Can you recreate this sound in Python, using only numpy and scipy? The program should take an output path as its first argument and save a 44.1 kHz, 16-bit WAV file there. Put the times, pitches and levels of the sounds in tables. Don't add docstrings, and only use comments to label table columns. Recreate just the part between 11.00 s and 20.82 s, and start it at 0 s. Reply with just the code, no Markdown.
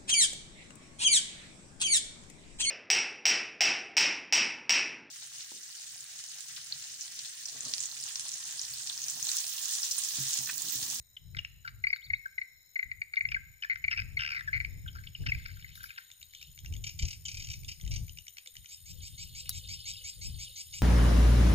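import sys
import numpy as np
from scipy import signal
from scipy.fft import rfft, irfft, next_fast_len
from scipy.io import wavfile

SR = 44100
rng = np.random.default_rng(int(sys.argv[2]) if len(sys.argv) > 2 else 0)


def generate_wav(signal):
    frames = np.transpose(np.atleast_2d(signal))
    scaled = np.clip(frames, -1, 1) * 32767
    pcm = np.round(scaled).astype(np.int16)
    wavfile.write(sys.argv[1], SR, pcm)


N = 433062

# t/s, length/s, level/dB
PIPS = [(.839, 0.0085, -24.5), (0.869, 0.0048, -24), (0.902, 0.0064, -30), (0.929, 0.008, -24.5),
        (1.101, 0.0083, -29), (1.134, 0.01, -25.5), (1.38, 0.0098, -30), (1.414, 0.011, -33.5),
        (1.757, 0.012, -29.5), (1.792, 0.0069, -26.5), (1.828, 0.0046, -29), (1.915, 0.006, -31.5),
        (2.017, 0.004, -28.5), (2.168, 0.017, -26), (2.208, 0.0049, -25), (2.252, 0.005, -25),
        (2.344, 0.0094, -27), (2.841, 0.0013, -25), (2.847, 0.0032, -27.5), (2.88, 0.0054, -24.5),
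        (3.169, 0.011, -28), (3.602, 0.0016, -26.5), (3.609, 0.0042, -31.5), (3.648, 0.002, -27.5),
        (4.319, 0.0067, -25)]
# t/s, length/s, level/dB, f/Hz, roughness (capped at 1)
SQUAWKS = [(.166, 0.0079, -34.5, 3110, 0.24), (0.347, 0.0032, -39.5, 2090, 0.63),
           (.367, 0.0089, -31.5, 3310, 0.59), (.386, 0.0098, -25.5, 2853, 0.28),
           (0.448, 0.0027, -27.5, 2800, 0.5), (0.646, 0.023, -44, 1470, 0.56),
           (0.674, 0.0202, -37.5, 2066, 0.82), (0.96, 0.0047, -39.5, 2100, 0.96),
           (1.256, 0.0079, -38, 1574, 0.05), (2.136, 0.0087, -34, 2098, 0.28),
           (2.158, .002, -35, 3640, 0.64), (2.288, 0.0012, -30, 2480, 0.1),
           (2.316, 0.01, -29.5, 2510, 0.42), (2.362, 0.01, -36.5, 1622, 0.14),
           (2.757, 0.0016, -32, 2214, 0.6), (2.907, 0.032, -28, 2663, 0.48), (2.927, 0.023, -34, 1980, 0.4),
           (2.961, 0.0094, -39, 2344, 0.2), (3.01, 0.016, -39.5, 2260, 0.8),
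           (3.475, .019, -33.5, 1690, 0.1), (3.878, 0.013, -33, 3200, 0.1),
           (3.95, 0.017, -45.5, 1307, 0.77), (4.072, 0.0027, -32, 3020, 0),
           (4.15, 0.0058, -31.5, 2830, 0.15), (4.26, 0.0135, -27, 2840, 0.72),
           (4.285, 0.02, -28.5, 2610, 0.29), (4.347, 0.005, -34, 2340, 0.36),
           (4.456, 0.0085, -34.5, 2466, 0.85), (4.624, 0.0051, -43.5, 3050, 0.45),
           (4.644, .0055, -42, 1940, 0.1), (4.754, 0.0046, -40, 3640, 0.5), (4.831, 0.0027, -44, 2260, 1.2),
           (4.84, .007, -40, 1434, 0.75), (4.893, .005, -43, 2850, 0.5), (4.905, 0.0025, -36.5, 2470, 0.3),
           (4.96, .004, -45, 2840, .5), (4.975, 0.0058, -38, 2920, 0.58), (4.979, 0.011, -37.5, 1674, 0.83)]
# first t/s, last t/s, spacing/s, first and last level/dB, first and last f/Hz, roughness
TWITTERS = [(2.623, 2.645, 0.014, -30.5, -34, 2746, 1717, 0.41),
            (2.698, 2.731, 0.0058, -26.5, -35, 2030, 2080, 0.14),
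            (2.974, 2.998, .0072, -26, -27.5, 2490, 2390, 0.4),
            (3.191, 3.407, 0.0143, -25.5, -36, 2763, 1785, 0.51),
            (3.53, 3.576, 0.0069, -27.5, -33.5, 2077, 2060, 0.19)]
# f/Hz, level/dB
CHIRP_COLOUR = [(550, -31), (1100, -9.5), (1500, 5.5), (2200, 2), (3200, -8), (4000, -7), (5300, 1),
                (6200, -22), (8000, -35.5)]


def chirps(pip_hz=2115, note_share=0.597, slowing=0.073):
    out = np.zeros(N)
    for s, length, db in PIPS:
        rough = 0.23 + 0.34 * (db + 24)
        add(out, s - .0005, chirp(length, db, pip_hz * (1 + 0.014 * rng.standard_normal()), rough))
    for s, *note in SQUAWKS:
        add(out, s - .0005, chirp(*note))
    for first, last, spacing, first_db, last_db, first_hz, last_hz, rough in TWITTERS:
        gaps = max(round((last - first) / spacing), 1)
        for u in np.linspace(0, 1, gaps + 1):
            s = first + (last - first) * (u - slowing * u * (1 - u))
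            hz = first_hz + (last_hz - first_hz) * u ** 2.07
            length = note_share * spacing * np.exp(0.42 * rough * rng.standard_normal())
            add(out, s - .0005, chirp(length, first_db + (last_db - first_db) * u, hz, rough))
    return coloured(out, CHIRP_COLOUR)


def chirp(length, db, hz, rough, scoop_share=0.13, scoop_s=0.0015, lower_ratio=.66):
    rough = np.clip(rough, 0, 1)
    u = progress(max(length, .002) + 0.0022)
    scoop, bright, lean = rng.standard_normal(3)
    glide = np.exp((0.079 + 0.39 * rough ** 2) * (.5 - u))
    sharp_start = 1 + scoop_share * np.exp(0.43 * scoop - np.arange(len(u)) / SR / scoop_s)
    pitch = hz * glide * sharp_start
    harmonics_db = [0, -21 + 16 * rough + 3 * bright, -24 + 8 * rough]
    tone = syrinx(pitch, 0.044 + 0.14 * rough ** 2, 1687, harmonics_db)
    lower = 0.67 * rough ** 1.54 * syrinx(pitch * lower_ratio, 0.15, 1245, [0])
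    noise = 1.84 * rough ** 2 * rng.standard_normal(len(u))
    voice = (tone + lower + noise) * gain_of(8.7 * rough * wander(len(u), 450))
    return gain_of(db) * unit_rms(voice * swell(len(u), skew=0.78 * np.exp(0.11 * lean)))


# t/s, length/s, level/dB, clear share of the power 0-1
RASPS = [(5.84, 0.0086, -36, 0.4), (5.866, 0.016, -37.5, 0.1), (5.893, 0.0054, -39.5, 0),
         (5.99, 0.013, -36, 0.35), (6.022, 0.012, -36, 0.2), (6.051, 0.008, -38, 0),
         (6.081, 0.0097, -39, 0.02), (6.106, 0.012, -40, 0), (6.129, 0.0095, -41, 0.03),
         (6.253, 0.013, -35.5, 0.78), (6.282, 0.016, -37.5, 0.08), (6.313, .01, -41, 0.03),
         (6.344, 0.011, -41, 0.06), (6.371, 0.014, -40, 0.03), (6.397, 0.017, -42, 0.1),
         (6.421, 0.009, -41.5, 0.14), (6.438, 0.0185, -43.5, 0.03), (6.471, 0.0052, -44, 0.3),
         (6.487, 0.0035, -42, 0), (6.501, 0.0065, -37.5, .1), (6.515, 0.0049, -40, 0),
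         (6.533, 0.0099, -39.5, 0.05), (6.682, 0.016, -38.5, 0.05), (6.714, 0.012, -42, 0.03),
         (6.911, 0.022, -40.5, 0), (6.936, 0.016, -42.5, 0.03), (6.96, 0.011, -38.5, 0.04)]
# f/Hz, level/dB
RASP_COLOUR = [(900, -33), (1600, -14), (1850, -10.5), (2250, 3), (3200, -2.5), (4000, -4), (5300, 5.5),
               (6800, -3), (7600, -9.5), (8400, -12.5), (9700, -22.5), (10800, -21), (12000, -49)]


def rasps(walls_db=-7):
    out = np.zeros(N)
    for s, *note in RASPS:
        add(out, s - .001, rasp(*note))
    return out + gain_of(walls_db) * scatter(out, t60=0.2, delay=0.0024)


def rasp(length, db, clear, harsh_hz=2596, clear_hz=3186, droop=0.206, upper_ratio=2.27):
    u = progress(length + 0.0029)
    harsh_pitch = harsh_hz * np.exp(0.187 * (.5 - u) + 0.0765 * rng.standard_normal())
    harsh = syrinx(harsh_pitch, 0.075, 1914, [0, -1, -4]) + 2.7 * rng.standard_normal(len(u))
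    harsh = unit_rms(coloured(harsh * gain_of(3.6 * wander(len(u), 730)), RASP_COLOUR))
    pitch = clear_hz * (1 - droop * u ** 3)
    lower = syrinx(pitch, 0.017, 660, [0, -13])
    upper = gain_of(-2) * syrinx(pitch * upper_ratio, 0.025, 730, [0])
    voice = np.sqrt(1 - clear) * harsh + np.sqrt(clear) * unit_rms(lower + upper)
    return gain_of(db) * unit_rms(voice * swell(len(u), skew=0.61))


# t/s, level/dB
CRIES = [(7.683, -48.5), (7.853, -49.5), (8.016, -47.5), (8.173, -44), (8.344, -43.5), (8.519, -45.5),
         (8.682, -41.5), (8.85, -39.5), (9.035, -42), (9.207, -42), (9.383, -43), (9.553, -42.5),
         (9.727, -43)]
# f/Hz, level/dB
CRY_COLOUR = [(1200, -50), (1850, -23), (2150, -3), (3200, -1.5), (4400, 1), (5200, 8), (6000, 1.5),
              (7000, -2.5), (8200, 0), (9600, -45), (11000, -17), (13000, -24)]


def cries(length_s=.072, start_hz=2100, rise_hz=536.3, warble_hz=190, warble_depth=0.029, walls_db=-8):
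    out, u = np.zeros(N), progress(length_s)
    for s, db in CRIES:
        warble = np.sin(2 * np.pi * np.cumsum(warble_hz * (1 + 0.228 * wander(len(u), 157))) / SR)
        detune = 0.018 * rng.standard_normal() + .014 * wander(len(u), 70)
        pitch = (start_hz + rise_hz * u) * (1 + detune + warble_depth * (.5 + u) * warble)
        harmonics_db = [1, -2 + 2 * rng.standard_normal(), 5 + 2 * rng.standard_normal(), -18]
        tone = syrinx(pitch, 0.032 + 0.05 * u ** 2, 1200, harmonics_db)
        noise = (0.85 + 1.1 * u) * rng.standard_normal(len(u))
        voice = unit_rms(coloured(tone + noise, CRY_COLOUR))
        flutter = (1 + 0.45 * u * warble) * gain_of(1.5 * wander(len(u), 94))
        add(out, s, gain_of(db) * unit_rms(voice * flutter * signal.windows.tukey(len(u), .25)))
    return out + gain_of(walls_db) * scatter(out, t60=0.19, delay=0.00098)


# t/s, level/dB
DOUBLE_CLICKS = [(5.114, -47), (5.227, -44.5), (5.348, -43), (5.426, -42), (5.588, -44.5), (5.659, -41.5),
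                 (5.737, -42.5), (5.764, -45.5), (6.646, -44.5), (6.811, -45.5), (6.849, -50),
                 (6.876, -43.5), (7.093, -44.5), (7.185, -40.5), (7.28, -42), (7.382, -40), (7.472, -41.5),
                 (7.566, -43), (7.657, -46)]


def echolocation(lead_s=.013):
    out = np.zeros(N)
    for s, db in DOUBLE_CLICKS:
        add(out, s - lead_s, bird_click(db - 5.5, hz=2250, overtone_db=-11))
        add(out, s, bird_click(db, hz=3098, overtone_db=-5.5))
    return out + gain_of(-9) * scatter(out, t60=0.12, delay=.002)


def bird_click(db, hz, overtone_db, length_s=0.0066):
    u = progress(length_s)
    pitch = hz * np.exp(.07 * rng.standard_normal() + .1 * (.5 - u))
    tone = syrinx(pitch, .11, 2200, [0, overtone_db])
    noise = unit_rms(coloured(rng.standard_normal(len(u)), RASP_COLOUR))
    envelope = u ** 2 * (1 - u) * np.exp(-6 * u)
    return gain_of(db) * unit_rms((tone + 0.56 * noise) * envelope)


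# t/s, left peak level/dB, rattle decay/s, rattle strength against the crack
REEL_CLICKS = [(4.753, -40, 0.039, .7), (4.831, -36, 0.033, 1), (7.693, -46, .025, 0.67),
               (8.4933, -12, 0.0064, 0.22)]
# f/Hz, level/dB
REEL_COLOUR = [(200, -70), (1200, -24.5), (3000, -29), (4800, -10), (6300, -14), (8500, -23), (10000, -8.5),
               (11700, -12.5), (13000, -10.5), (14400, -8), (15800, -31)]


def reel(crack_s=.0006, hiss=.012, hiss_s=.08, lead_samples=64):
    out, t = np.zeros((2, N)), np.arange(int(.4 * SR)) / SR
    crack = np.cos(np.pi * SR * (t - t ** 2 / (2 * crack_s))) * (t < crack_s)
    for s, db, rattle_s, rattle in REEL_CLICKS:
        decay = rattle * np.exp(-t / rattle_s) + hiss * np.exp(-t / hiss_s)
        for mic, mic_db in zip(out, (0, -4)):
            grit = rng.standard_normal(len(t)) * gain_of(2 * wander(len(t), 620))
            snap = coloured(np.pad(crack + grit * decay, (lead_samples, 0)), REEL_COLOUR)
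            add(mic, s - lead_samples / SR, gain_of(db + mic_db) * snap / abs(snap).max())
    return out


# t/s, length/s, level/dB, first f/Hz, last f/Hz
SLURS = [(.875, 0.043, -48, 4460, 5300), (0.932, 0.023, -49, 4060, 4580), (0.958, 0.016, -53, 4530, 3530),
         (1.015, 0.019, -56.5, 2820, 4150), (1.034, 0.025, -51, 4140, 4780),
         (1.056, 0.017, -54, 4560, 3330), (1.147, 0.026, -53.5, 3540, 4380),
         (8.503, 0.017, -46, 3990, 3750), (9.44, 0.053, -52, 3930, 2667)]


def slurs():
    out = np.zeros(N)
    for s, length, db, first_hz, last_hz in SLURS:
        size = int(length * SR)
        whistle = syrinx(np.linspace(first_hz, last_hz, size), .012, 820, [0])
        add(out, s, gain_of(db) * whistle * swell(size, skew=0.81))
    return out


# t/s, length/s, lowest level/dB, lowest f/Hz, range/octaves
CHATTER = [(3.85, 0.71, -56, 1403, 2.13), (4.551, 0.49, -58.5, 1395, 1.48), (7.903, 1.9, -49, 2690, 0.92)]


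def chatter(notes_per_spell=30, note_s=0.00775):
    out, u = np.zeros(N), progress(note_s)
    for start, span, db, lowest_hz, octaves in CHATTER:
        for when, height, force in rng.random((notes_per_spell, 3)):
            pitch = lowest_hz * 2 ** (octaves * height) * np.exp(0.36 * (.5 - u))
            note = syrinx(pitch, 0.096, 1950, [0, -4]) * swell(len(u), skew=0.67)
            add(out, start + span * when ** 0.87, gain_of(db + 7.8 * force) * note)
    return coloured(out + gain_of(-2) * scatter(out, t60=0.19, delay=0), CHIRP_COLOUR)


# t/s, level/dB
COLONY_LEVEL = [(1.6, -84), (4, -71), (4.9, -58.5), (5.25, -73), (5.41, -51.5), (5.55, -70.5), (7.3, -71),
                (8.95, -46.5), (9.18, -62), (9.45, -50.5), (9.7, -61)]


def colony(voices=40, calls_per_s=1500, call_s=0.01):
    out, u = np.zeros(N), progress(call_s)
    for hz in np.geomspace(2750, 4650, voices):
        call = syrinx(hz * np.exp(0.21 * (.5 - u)), 0.051, 1400, [0, -15]) * np.hanning(len(u))
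        for when, distance in rng.random((int(calls_per_s * N / SR / voices), 2)):
            add(out, when * N / SR, call / (distance + .1))
    return unit_rms(out + 0.45 * scatter(out, t60=0.18, delay=0)) * level(COLONY_LEVEL)


# t/s, level/dB
GUST_LEVEL = [(0.0, -53), (0.05, -75), (0.38, -44.5), (0.44, -61), (0.79, -52.5), (1.01, -80),
              (1.12, -50.5), (1.23, -72.5), (1.78, -82), (1.86, -53.5), (2.16, -76.5), (2.32, -46.5),
              (2.62, -73.5), (2.9, -51.5), (3.2, -44), (3.28, -59.5), (3.72, -41), (4.18, -54.5),
              (4.21, -36.5), (4.62, -52), (4.84, -60), (5.0, -81.5), (5.58, -56), (5.77, -36), (5.99, -53),
              (6.04, -31.5), (6.12, -52), (6.62, -43.5), (6.81, -55.5), (6.83, -41), (6.94, -32.5),
              (7.49, -89), (7.6, -54), (7.66, -74.5), (8.04, -43), (8.07, -52), (8.45, -51.5), (8.53, -46),
              (9.08, -64.5), (9.27, -41), (9.6, -66), (9.82, -50)]
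# f/Hz, level/dB
GUST_COLOUR = [(20, -10), (50, -1), (85, 0), (120, -4), (160, -11), (200, -24.5), (300, -33.5), (700, -47),
               (6000, -100)]
# f/Hz, level/dB
AIR_COLOUR = [(100, 2.5), (250, -13), (600, -15), (1200, -18), (1600, -12), (2200, -6), (2900, -24.5),
              (5300, -15.5), (6100, -31), (7500, -15.5), (9000, -14), (12000, -28.5), (15000, -45.5)]


def wind(air_db=-74.5):
    shared, *own = rng.standard_normal((3, N))
    buffets = gain_of(3.0 * wander(N, 28) + 2.3 * np.array([wander(N, 16) for _ in own]))
    gusts = unit_rms(coloured((0.73 * shared + np.array(own)) * buffets, GUST_COLOUR))
    air = unit_rms(coloured(rng.standard_normal((2, N)), AIR_COLOUR))
    return gusts * level(GUST_LEVEL) * gain_of([[3.8], [0]]) + gain_of(air_db) * air


# t/s, cricket level/dB, trill level/dB, buzz level/dB
INSECT_LEVELS = [(0.0, -67, -82.5, -71), (2.11, -64, -81.5, -71), (6.62, -59.5, -66, -63.5),
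                 (7.38, -62, -66, -64), (9.82, -59.5, -60, -64)]


def cricket(hz=6820, buzz_hz=13850, groups_per_s=23.1):
    groups = np.cumsum(groups_per_s * (1 + .012 * wander(N, 8))) / SR
    stroke, u = np.divmod(4 * groups, 1)
    accents = np.array([.7, 1, .85, .1])[stroke.astype(int) % 4]
    pulses = accents * np.sin(np.pi * u) ** 2 * gain_of(2.3 * wander(N, 60))
    tone = syrinx(hz * (1 + 0.011 * (.5 - u)), 0.012, 320, [0])
    buzz = syrinx(buzz_hz * (1 + 0.012 * np.arange(N) / N + 0.016 * (.5 - u)), 0.015, 1000, [0])
    tone = unit_rms(tone * (pulses + 0.15)) * level(INSECT_LEVELS, column=1)
    buzz = unit_rms(buzz * (pulses + 0.3) * (1 + .4 * wander(N, 600))) * level(INSECT_LEVELS, column=3)
    return tone * gain_of([[-2], [-12]]) + buzz * gain_of([[5], [-12]])


def trill(strokes_per_s=135, hz=9020):
    u = (np.cumsum(strokes_per_s * (1 + 0.031 * wander(N, 9.7))) / SR) % 1
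    slide = syrinx(hz * (1 + .095 * (.5 - u)), .018, 1200, [0])
    tone = slide * np.sin(np.pi * u) * gain_of(2 * wander(N, 22))
    pair = np.array([tone + 1.3 * scatter(tone, t60=0.013, delay=0) for _ in range(2)])
    return unit_rms(pair) * level(INSECT_LEVELS, column=2) * gain_of([[2], [5]])


# f/Hz, level/dB, jitter as a share of the pitch
HIGH_TONES = [(3980, -76, .035), (5303, -76, 0.018), (8530, -83.5, 0.011)]


def high_tones(drift=0.013, swell_db=5):
    out = np.zeros((2, N))
    for hz, db, jitter in HIGH_TONES:
        pitch = hz * (1 + drift * wander(N, 4))
        loudness = gain_of(db + swell_db * wander(N, 2.985))
        out += loudness * np.array([syrinx(pitch, jitter, 500, [0]) for _ in out])
    return out


HOOT_TIMES = [7.46, 7.94, 8.42, 8.62, 9.0, 9.17, 9.48]


def hoots(length_s=0.043, hz=506.0, db=-78):
    out, size = np.zeros(N), int(length_s * SR)
    for s in HOOT_TIMES:
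        add(out, s, gain_of(db) * syrinx(np.full(size, hz), 0.056, 140, [0]) * swell(size, skew=0.87))
    return out


# f/Hz, level/dB
LEFT_EXCESS = [(1500, 4.5), (2000, 8), (2400, 3), (3000, 4), (4100, 1), (5300, 4), (6800, -1), (8000, -0.5)]


def marsh(calls, ground_delay_s=0.001338, ground_gain=0.37, left_lag_s=0.000288):
    near_echoes = gain_of(-13) * scatter(calls, t60=.07, delay=.004)
    far_echoes = gain_of(-22.5) * scatter(calls, t60=1.3, delay=0.024)
    size = next_fast_len(N + 512)
    hz = np.fft.rfftfreq(size, 1 / SR)
    comb = (1 + ground_gain * np.exp(-2j * np.pi * hz * ground_delay_s)) / (1 + ground_gain / 2)
    scattered = calls + near_echoes + far_echoes
    spectrum = rfft(scattered, size) * comb
    left = spectrum * np.exp(-2j * np.pi * hz * left_lag_s)
    right = spectrum * gain_of(-db_at(LEFT_EXCESS, hz))
    diffuse = np.array([scatter(scattered, t60=0.5, delay=0.0043) for _ in range(2)])
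    return irfft([left, right], size)[:, :N] + gain_of(-20) * diffuse


def scatter(x, t60, delay):
    t = np.arange(SR) / SR
    tail = rng.standard_normal(SR) * gain_of(-60 * t / t60) * (t > delay)
    return signal.fftconvolve(x, tail / np.linalg.norm(tail))[:N]


def syrinx(hz, jitter, jitter_per_s, harmonics_db):
    turns = rng.random() + np.cumsum(hz * (1 + jitter * wander(len(hz), jitter_per_s))) / SR
    harmonics = (gain_of(db) * np.cos(2 * np.pi * k * turns) for k, db in enumerate(harmonics_db, 1))
    return unit_rms(sum(harmonics))


def swell(size, skew):
    return unit_rms(np.sin(np.pi * np.linspace(0, 1, size) ** skew).clip(0) ** .7)


def wander(size, rate):
    at = np.arange(size) * rate / SR
    knots = int(at[-1]) + 2
    return np.interp(at, np.arange(knots), rng.standard_normal(knots))


def coloured(x, colour):
    size = next_fast_len(x.shape[-1] + 256)
    gains = gain_of(db_at(colour, np.fft.rfftfreq(size, 1 / SR)))
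    return irfft(rfft(x, size) * gains, size)[..., :x.shape[-1]]


def db_at(colour, hz):
    f, db = np.transpose(colour)
    return np.interp(np.log(hz + 1), np.log(f + 1), db)


def level(rows, column=1):
    rows = np.array(rows)
    return gain_of(np.interp(np.arange(N) / SR, rows[:, 0], rows[:, column]))


def add(mix, s, sound):
    part = mix[max(round(s * SR), 0):][:len(sound)]
    part += sound[:len(part)]


def progress(length_s):
    return np.linspace(0, 1, int(length_s * SR))


def gain_of(db):
    return 10 ** (np.asarray(db) / 20)


def unit_rms(x):
    return x / np.sqrt(np.mean(x ** 2) + 1e-20)


def scene():
    birds = chirps() + slurs() + chatter() + rasps() + echolocation() + cries() + colony()
    return marsh(birds) + cricket() + trill() + high_tones() + hoots() + reel() + wind()


def record(dry):
    lowpass = signal.firwin(511, 16200, window=("kaiser", 9), fs=SR)
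    return signal.oaconvolve(dry, lowpass[None], "same")


dry = scene()
out = record(dry)
generate_wav(out)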